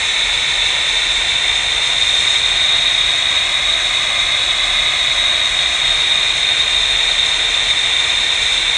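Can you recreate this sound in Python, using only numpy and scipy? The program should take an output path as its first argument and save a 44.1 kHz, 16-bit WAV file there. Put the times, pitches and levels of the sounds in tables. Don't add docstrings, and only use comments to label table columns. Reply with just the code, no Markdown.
import sys
import numpy as np
from scipy import signal
from scipy.fft import rfft, irfft
from scipy.io import wavfile
from scipy.ndimage import uniform_filter1d, minimum_filter1d, map_coordinates

SR = 44100
rng = np.random.default_rng(int(sys.argv[2]) if len(sys.argv) > 2 else 0)


def dump_mix(stems):
    frames = np.atleast_2d(stems).T
    limited = np.clip(frames, -1, 1)
    pcm = np.round(limited * 32767).astype(np.int16)
    wavfile.write(sys.argv[1], SR, pcm)


N = 386757
TIME_S = np.arange(N) / SR
FREQ_HZ = np.arange(N // 2 + 1) * SR / N


# f/Hz, half width/Hz, relative level/dB
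BLADE_PEAKS = [(3614, 173, -44), (3600, 50, -51.5), (3721, 62, -42), (3840, 78, -49), (4020, 110, -55.5),
               (3300, 200, -64)]

def compressor(turn):
    grazing_db = 1.5 * np.sin(np.pi * turn)
    breeze_db = .38 * walk(2.5)
    swell_db = bump(at_s=4.67, half_length_s=.38, peak_db=2.2)
    shriek = turbulence(resonances(BLADE_PEAKS))
    flutter_db = .64 * walk(45)
    return shriek * undb(-1.5 + grazing_db + breeze_db + swell_db + flutter_db)


SHAFT_ORDERS = [10, 19, 20, 29, 30]
# rms level/dB, gain when turned away/dB, pitch wander from the air/fraction
SHAFT_TONES = [(-46.5, 3, 0.00043), (-34.5, -5, 0.000507), (-47.5, 0, .0005), (-33.5, 6, 0.000703),
               (-42, 0, 0.0013)]

def shaft(turn, shaft_hz=128.92):
    out = 0
    for order, (level_db, turned_db, wander) in zip(SHAFT_ORDERS, SHAFT_TONES):
        harmonic = tone(order * shaft_hz, level_db + turned_db * turn, wander)
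        eddies_db = 1.5 * walk(3.06) + 2.5 * walk(18)
        out = out + harmonic * undb(eddies_db)
    return out


# f/Hz, density level/dB
ROAR_SPECTRUM = [(200, -75), (280, -73), (345, -65.5), (420, -65.5), (560, -65.5), (900, -58.5),
                 (1100, -65), (1550, -61.5), (2000, -57.5), (2600, -54.5), (2950, -61), (4200, -60),
                 (4750, -89)]
# f/Hz, half width/Hz, density level/dB
TURBINE_PEAKS = [(1212, 28, -58), (1812, 84, -56), (2164, 177, -50), (2370, 89, -57)]

def exhaust(turn):
    roar = wall_reflection(turbulence(slopes(ROAR_SPECTRUM)), turn) * undb(.35 * walk(20))
    howl = turbulence(resonances(TURBINE_PEAKS)) * undb(.6 * walk(30))
    return roar + howl


def hollow_hum(centre_hz=458, half_width_hz=21, start_db=-59.5, fade_db_per_s=1, late_db=-58.5):
    returned = rise(TIME_S, centre=5.75, width=.15)
    fading_db = start_db - fade_db_per_s * TIME_S
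    level_db = (1 - returned) * fading_db + returned * late_db
    return turbulence(resonances([(centre_hz, half_width_hz, 0)])) * undb(level_db)


# f/Hz, relative level/dB
HISS_SPECTRUM = [(3500, -74.5), (4450, -64), (4780, -99.5), (5050, -65.5), (5650, -70), (6330, -62.5),
                 (6800, -65.5), (8300, -67), (9000, -70.5), (9700, -79.5), (10450, -83), (11000, -99)]

def treble_hiss(turn, facing_db=.5, turned_db=-1):
    flare_db = bump(at_s=2.19, half_length_s=.22, peak_db=2.5)
    hiss = turbulence(slopes(HISS_SPECTRUM))
    flutter_db = .5 * walk(35)
    return hiss * undb(facing_db + turned_db * turn + flare_db + flutter_db)


# f/Hz, density level/dB
RUMBLE_SPECTRUM = [(24, -71), (33, -62), (60, -64.5), (140, -68.5), (190, -73.5), (400, -86)]
# f/Hz, half width/Hz, density level/dB
HULL_PEAKS = [(36.9, 5, -50.5), (59, 9.1, -56), (87, 8, -59.5), (113, 7, -61.5), (138.7, 9, -61.5)]

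def ship():
    rumble = turbulence(slopes(RUMBLE_SPECTRUM))
    hull = turbulence(resonances(HULL_PEAKS))
    drone = tone(hz=37, rms_db=-45, wander=.02)
    return rumble + hull + drone


# f/Hz, gain/dB
WALL_RESPONSE = [(300, 1), (440, -3), (570, 4.5), (720, 2.5), (850, -6), (1050, 5.5), (1230, 3), (1380, 1),
                 (1750, 1), (2900, -2.5), (6400, 0.5), (7050, -2), (7600, 0)]

def wall_reflection(x, turn):
    hz, gain_db = np.transpose(WALL_RESPONSE)
    reflected = colour(x, undb(np.interp(FREQ_HZ, hz, gain_db)))
    return (1 - turn) * x + turn * reflected


def edge_echo(x, lag_ms, share):
    delayed_index = np.arange(N) - lag_ms * SR / 1000
    return x - share * map_coordinates(x, [delayed_index], order=3, mode="reflect")


def turbulence(density):
    return colour(rng.standard_normal(N) * np.sqrt(SR / 2), density)


def tone(hz, rms_db, wander):
    phase = 2 * np.pi * np.cumsum(hz * (1 + wander * walk(12))) / SR
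    return np.sqrt(2) * undb(rms_db) * np.sin(phase)


def slopes(points):
    hz, db = np.transpose(points)
    f_hz = np.maximum(FREQ_HZ, 1)
    octaves_outside = np.maximum(np.log2(hz[0] / f_hz), 0) + np.maximum(np.log2(f_hz / hz[-1]), 0)
    return undb(np.interp(np.log(f_hz), np.log(hz), db) - 20 * octaves_outside)


def resonances(peaks):
    gains = (undb(db) / (1 + ((FREQ_HZ - hz) / half_width_hz) ** 2) for hz, half_width_hz, db in peaks)
    return np.sqrt(sum(gain ** 2 for gain in gains))


def colour(x, gain):
    return irfft(rfft(x) * gain, N)


def walk(rate_hz):
    hold = max(int(SR / rate_hz), 2)
    steps = np.repeat(rng.standard_normal(N // hold + 2), hold)
    steps = steps[rng.integers(hold):][:N]
    smooth = uniform_filter1d(uniform_filter1d(steps, hold), hold)
    return smooth / smooth.std()


def bump(at_s, half_length_s, peak_db):
    return peak_db * np.exp(-((TIME_S - at_s) / half_length_s) ** 2)


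def rise(x, centre, width):
    return .5 + .5 * np.tanh((x - centre) / (2 * width))


def undb(db):
    return 10 ** (np.asarray(db) / 20)


def limiter(x, ceiling_db, window_samples=221):
    allowed_gain = np.minimum(1, undb(ceiling_db) / (np.abs(x) + 1e-9))
    return x * uniform_filter1d(minimum_filter1d(allowed_gain, window_samples), window_samples)


# t/s, fraction of full swing
PHONE_SWING = [(0, 0), (1.2, .2), (3.5, .85), (4.8, 1), (6.2, .58), (7.2, .42), (8.77, .34)]

def scene():
    swing = np.interp(TIME_S, *np.transpose(PHONE_SWING))
    lag_ms = 2.44 - .24 * swing
    turn = rise(swing, centre=.67, width=.12)
    shriek = edge_echo(compressor(turn), lag_ms, share=.41)
    engine = edge_echo(shaft(turn) + exhaust(turn) + hollow_hum(), lag_ms, share=.29)
    hiss = edge_echo(wall_reflection(treble_hiss(turn), turn), lag_ms - .55, share=.13)
    return (shriek + engine + hiss + ship())[None]


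def record(dry, low_cut_hz=29, high_cut_hz=10650):
    highpass = signal.butter(6, low_cut_hz, "high", fs=SR, output="sos")
    lowpass = signal.ellip(10, .1, 80, high_cut_hz, fs=SR, output="sos")
    limited = limiter(signal.sosfilt(highpass, dry), ceiling_db=-3.4)
    return signal.sosfilt(lowpass, limited)


dry = scene()
out = record(dry)
dump_mix(out)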